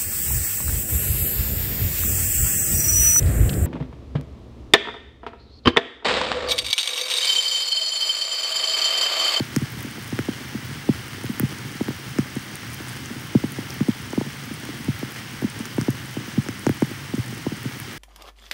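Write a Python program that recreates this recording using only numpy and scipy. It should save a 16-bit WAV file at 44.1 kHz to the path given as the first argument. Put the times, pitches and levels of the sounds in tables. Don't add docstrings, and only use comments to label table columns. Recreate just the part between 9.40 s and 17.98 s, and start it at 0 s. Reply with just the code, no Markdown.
import sys
import numpy as np
from scipy import signal
from scipy.fft import rfft, irfft
from scipy.io import wavfile

SR = 44100
rng = np.random.default_rng(int(sys.argv[2]) if len(sys.argv) > 2 else 0)


def transcribe(u):
    v = np.clip(np.atleast_2d(u).T, -1, 1)
    q = np.round(v * 32767).astype(np.int16)
    wavfile.write(sys.argv[1], SR, q)


N = 378378

# (time [s], peak level [dB], contact sharpness [Hz], mount sway under that spot [Hz])
HEAVY_DROPS = [(0.0014, -14.5, 560, 123), (0.1625, -10.5, 260, 147), (0.217, -16.5, 130, 140),
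               (0.4453, -23.5, 348, 170), (0.7245, -17.5, 310, 123), (0.7888, -15, 800, 114),
               (0.8849, -14, 600, 170), (1.1468, -18.6, 290, 201), (1.489, -5.5, 370, 157),
               (1.8403, -22, 640, 125), (1.893, -16.5, 160, 209), (1.999, -16.5, 402, 114),
               (2.029, -11, 130, 148), (2.4086, -13.5, 610, 170), (2.4834, -16, 480, 135),
               (2.7855, -8.5, 370, 153), (2.9628, -17, 290, 174), (3.95, -3.5, 300, 159),
               (4.0377, -14, 500, 154), (4.185, -19.5, 640, 133), (4.406, -9.5, 169, 163),
               (4.4833, -7.5, 278, 194), (4.7318, -20.5, 2000, 125), (4.776, -10, 425, 164),
               (4.8115, -18, 1410, 149), (5.11, -24.5, 400, 160), (5.2887, -24.5, 900, 160),
               (5.482, -12.5, 190, 137), (5.6282, -18, 580, 143), (6.0214, -19, 645, 115),
               (6.0403, -11.5, 200, 202), (6.2, -20.5, 260, 204), (6.381, -11.5, 580, 135),
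               (6.411, -19.5, 120, 149), (6.4821, -10, 520, 129), (6.7676, -18.2, 524, 125),
               (6.976, -8.5, 130, 161), (7.0862, -19, 480, 114), (7.2662, -9, 980, 145),
               (7.293, -10.5, 515, 125), (7.421, -7.5, 560, 156), (7.512, -24, 450, 150),
               (7.736, -15.5, 403, 195), (7.7788, -16, 170, 115), (8.065, -13.5, 676, 129),
               (8.1185, -19, 334, 150), (8.253, -18.5, 280, 136)]
# (time [s], knock peak level [dB], spray peak level [dB], spray centre [Hz])
MIC_SPLASHES = [(0.1626, -15, -9, 6000), (0.4272, -42, -21, 13000), (0.79, -14, -23, 8300),
                (1.9973, -17, -4, 13700), (2.483, -21.5, -30, 8900), (2.7856, -16.5, -18.5, 6000),
                (3.1556, -42, -18, 9000), (3.343, -42, -19, 13500), (4.121, -42, -18, 11800),
                (4.305, -42, -19.5, 6500), (4.406, -23, -31, 7200), (6.2549, -22, -21, 6200),
                (6.382, -23, -31, 7700), (6.4129, -20.5, -18, 5560), (6.505, -42, -18, 10400),
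                (7.0865, -18.5, -18.5, 5740), (7.2666, -14, -13, 5200), (7.2932, -17.5, -18, 11500),
                (7.4227, -19.5, -26, 6400), (8.4005, -25, -15.5, 12500)]
# (frequency [Hz], relative density [dB per Hz])
FOLIAGE_SPECTRUM = [(50, -5), (300, 0), (650, -4), (850, -0.5), (1000, -1.5), (1600, 1.5), (2150, 1.5),
                    (2500, -3), (3100, 2.5), (4000, -3.5), (8500, -11.5), (12500, -17.5), (14200, -19),
                    (15500, -12), (16000, -42)]
# (frequency [Hz], relative density [dB per Hz])
RUMBLE_SPECTRUM = [(25, -45), (50, -32), (68, -8), (90, -3.5), (125, 4), (170, -7), (400, -40.5)]
# (frequency [Hz], rms level [dB])
WHINE_TONES = [(11727, -66), (11778, -74), (15524, -71), (15574, -73), (15624, -59.5), (15674, -69),
               (15724, -74)]

BLOW_SIZE = 4096
BLOW_HZ = np.fft.rfftfreq(BLOW_SIZE, 1 / SR)
CONTACT_HZ = 395
RING_HZ, RING_FOLLOWS = 283, 0.14
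SHELL_HZ = 923
MOUNT_Q = 2.08
NODE_HZ = 169.8
BEND_HZ, BEND_Q = 150.2, 0.55
BASS_CUT_HZ, BASS_CUT_Q = 118, 1
KNOCK_HZ, KNOCK_Q = 1480, 1
DROPLET_GAP_S, DROPLET_LOSS_DB = 0.00022, 3.0
HOOD_NOTCH_SPACING_HZ, HOOD_REFLECTION = 3750, 0.27
CUTOFF_HZ = 15850


def from_db(db):
    return 10 ** (np.asarray(db) / 20)


def rms_one(x):
    return x / np.sqrt(np.mean(x ** 2) + 1e-20)


def peak_one(x):
    return x / np.abs(x).max()


def add(out, time_s, sound):
    at = min(max(round(time_s * SR), 0), N - 1)
    out[at:at + len(sound)] += sound[:N - at]


def coloured(x, spectrum):
    hz, level_db = np.transpose(spectrum)
    bins_hz = np.maximum(np.fft.rfftfreq(N, 1 / SR), 1)
    gain_db = np.interp(np.log(bins_hz), np.log(hz), level_db)
    return rms_one(irfft(rfft(x) * from_db(gain_db), N))


def patter(per_s, spread_db):
    sizes = from_db(spread_db * np.minimum(rng.exponential(1, N), np.pi))
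    return (rng.random(N) < per_s / SR) * sizes


def random_times_s(per_s):
    return np.flatnonzero(rng.random(N) < per_s / SR) / SR


def drift(knots_per_s):
    knots = rng.standard_normal(int(knots_per_s * N / SR) + 2)
    return rms_one(np.interp(np.arange(N) * knots_per_s / SR, np.arange(len(knots)), knots))


def oscillator(hz, q):
    s = 1j * BLOW_HZ / hz
    return 1 / (1 + s / q + s * s)


def thud(contact_hz, ring_hz, sway_hz, node_q=8.3, node_skirt_q=1.96, shell_q=4.4, shell_skirt_q=1.08):
    push = oscillator(contact_hz, 0.47) * oscillator(ring_hz, 1.51)
    shell = oscillator(SHELL_HZ, shell_q) / oscillator(SHELL_HZ, shell_skirt_q)
    mount = -BLOW_HZ ** 2 * oscillator(sway_hz, MOUNT_Q)
    node = oscillator(NODE_HZ, node_skirt_q) / oscillator(NODE_HZ, node_q)
    lag = np.exp(8j * np.angle(oscillator(BEND_HZ, BEND_Q)))
    bass_cut = -BLOW_HZ ** 2 * oscillator(BASS_CUT_HZ, BASS_CUT_Q)
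    return peak_one(irfft(push * shell * mount * node * lag * bass_cut))


def drop(contact_hz, sway_hz):
    ring_hz = RING_HZ * (contact_hz / CONTACT_HZ) ** RING_FOLLOWS
    return thud(contact_hz, ring_hz, sway_hz)


def big_drops():
    out = np.zeros(N)
    for time_s, peak_db, contact_hz, sway_hz in HEAVY_DROPS:
        add(out, time_s, from_db(peak_db) * drop(contact_hz, sway_hz))
    return out


def middling_drops(per_s=2.4, peak_db=-29.0, spread_db=1.5, contact_octaves=0.49, sway_hz=150, sway_octaves=0.22):
    out = np.zeros(N)
    for time_s in random_times_s(per_s):
        size, sharpness, spot = rng.standard_normal(3)
        contact_hz = CONTACT_HZ * 2 ** (contact_octaves * sharpness)
        sound = drop(contact_hz, sway_hz * 2 ** (sway_octaves * spot))
        add(out, time_s, from_db(peak_db + spread_db * size) * sound)
    return out


def small_drops(per_s=140, spread_db=1.5, level_db=-41.0, contact_hz=380, sway_hz=150):
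    rings_hz = np.geomspace(220, 370, num=5)
    out = np.zeros(N)
    for ring_hz in rings_hz:
        clicks = patter(per_s / len(rings_hz), spread_db)
        out += signal.oaconvolve(clicks, thud(contact_hz, ring_hz, sway_hz))[:N]
    return from_db(level_db) * rms_one(out)


def tick(hz, q):
    return peak_one(irfft((1j * BLOW_HZ * oscillator(hz, q)) ** 2))


def spray(hz, q, count=5):
    out, one = np.zeros(BLOW_SIZE), tick(hz, q)
    gaps_s = rng.exponential(DROPLET_GAP_S, count)
    times_s = np.cumsum(gaps_s) - gaps_s[0]
    for k, time_s in enumerate(times_s):
        out += from_db(-DROPLET_LOSS_DB * k) * np.roll(one, round(time_s * SR))
    return peak_one(out)


def splashes(spray_q=1.31):
    out = np.zeros(N)
    for time_s, knock_db, spray_db, spray_hz in MIC_SPLASHES:
        add(out, time_s, from_db(knock_db) * tick(KNOCK_HZ, KNOCK_Q))
        add(out, time_s, from_db(spray_db) * spray(spray_hz, spray_q))
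    return out


def stray_splashes(per_s=5.2, peak_db=-26.0, spread_db=2.0, spray_hz=11000, spray_octaves=0.4, spray_q=2.1):
    out = np.zeros(N)
    for time_s in random_times_s(per_s):
        size, pitch = rng.standard_normal(2)
        sound = spray(spray_hz * 2 ** (spray_octaves * pitch), spray_q)
        add(out, time_s, from_db(peak_db + spread_db * size) * sound)
    return out


def hood(x):
    n = np.arange(N)
    delay = round(SR / HOOD_NOTCH_SPACING_HZ)
    return x - HOOD_REFLECTION * np.interp(n - delay, n, x)


def foliage(per_s=3000, spread_db=6.0, near_db=-45.0, far_db=-40.0, flurry_db=2.0):
    clicks = patter(per_s, spread_db) * rng.choice([-1, 1], N)
    near = coloured(clicks, FOLIAGE_SPECTRUM)
    far = coloured(rng.standard_normal(N), FOLIAGE_SPECTRUM)
    near_gain = from_db(near_db + flurry_db * drift(30))
    return near_gain * near + from_db(far_db) * far


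def twig_ticks(per_s=70, spread_db=3.0, level_db=-55.5, q=1.9):
    sticks_hz = np.geomspace(6500, 14500, num=6)
    out = np.zeros(N)
    for hz in sticks_hz:
        clicks = patter(per_s / len(sticks_hz), spread_db)
        out += signal.oaconvolve(clicks, tick(hz, q))[:N]
    return from_db(level_db) * rms_one(out)


def rumble(level_db=-40.5, lumpy_db=2.5):
    gain = from_db(level_db + lumpy_db * drift(16))
    return gain * coloured(rng.standard_normal(N), RUMBLE_SPECTRUM)


def whine():
    t_s = np.arange(N) / SR
    out = np.zeros(N)
    for hz, rms_db in WHINE_TONES:
        out += np.sqrt(2) * from_db(rms_db) * np.sin(2 * np.pi * (hz * t_s + rng.random()))
    return out


def scene():
    body = big_drops() + middling_drops() + small_drops()
    airborne = hood(splashes() + stray_splashes() + foliage() + twig_ticks())
    return (body + airborne + rumble() + whine())[None]


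def record(dry):
    low_pass = signal.ellip(10, .1, 80, CUTOFF_HZ, fs=SR, output="sos")
    return signal.sosfilt(low_pass, dry)


dry = scene()
out = record(dry)
transcribe(out)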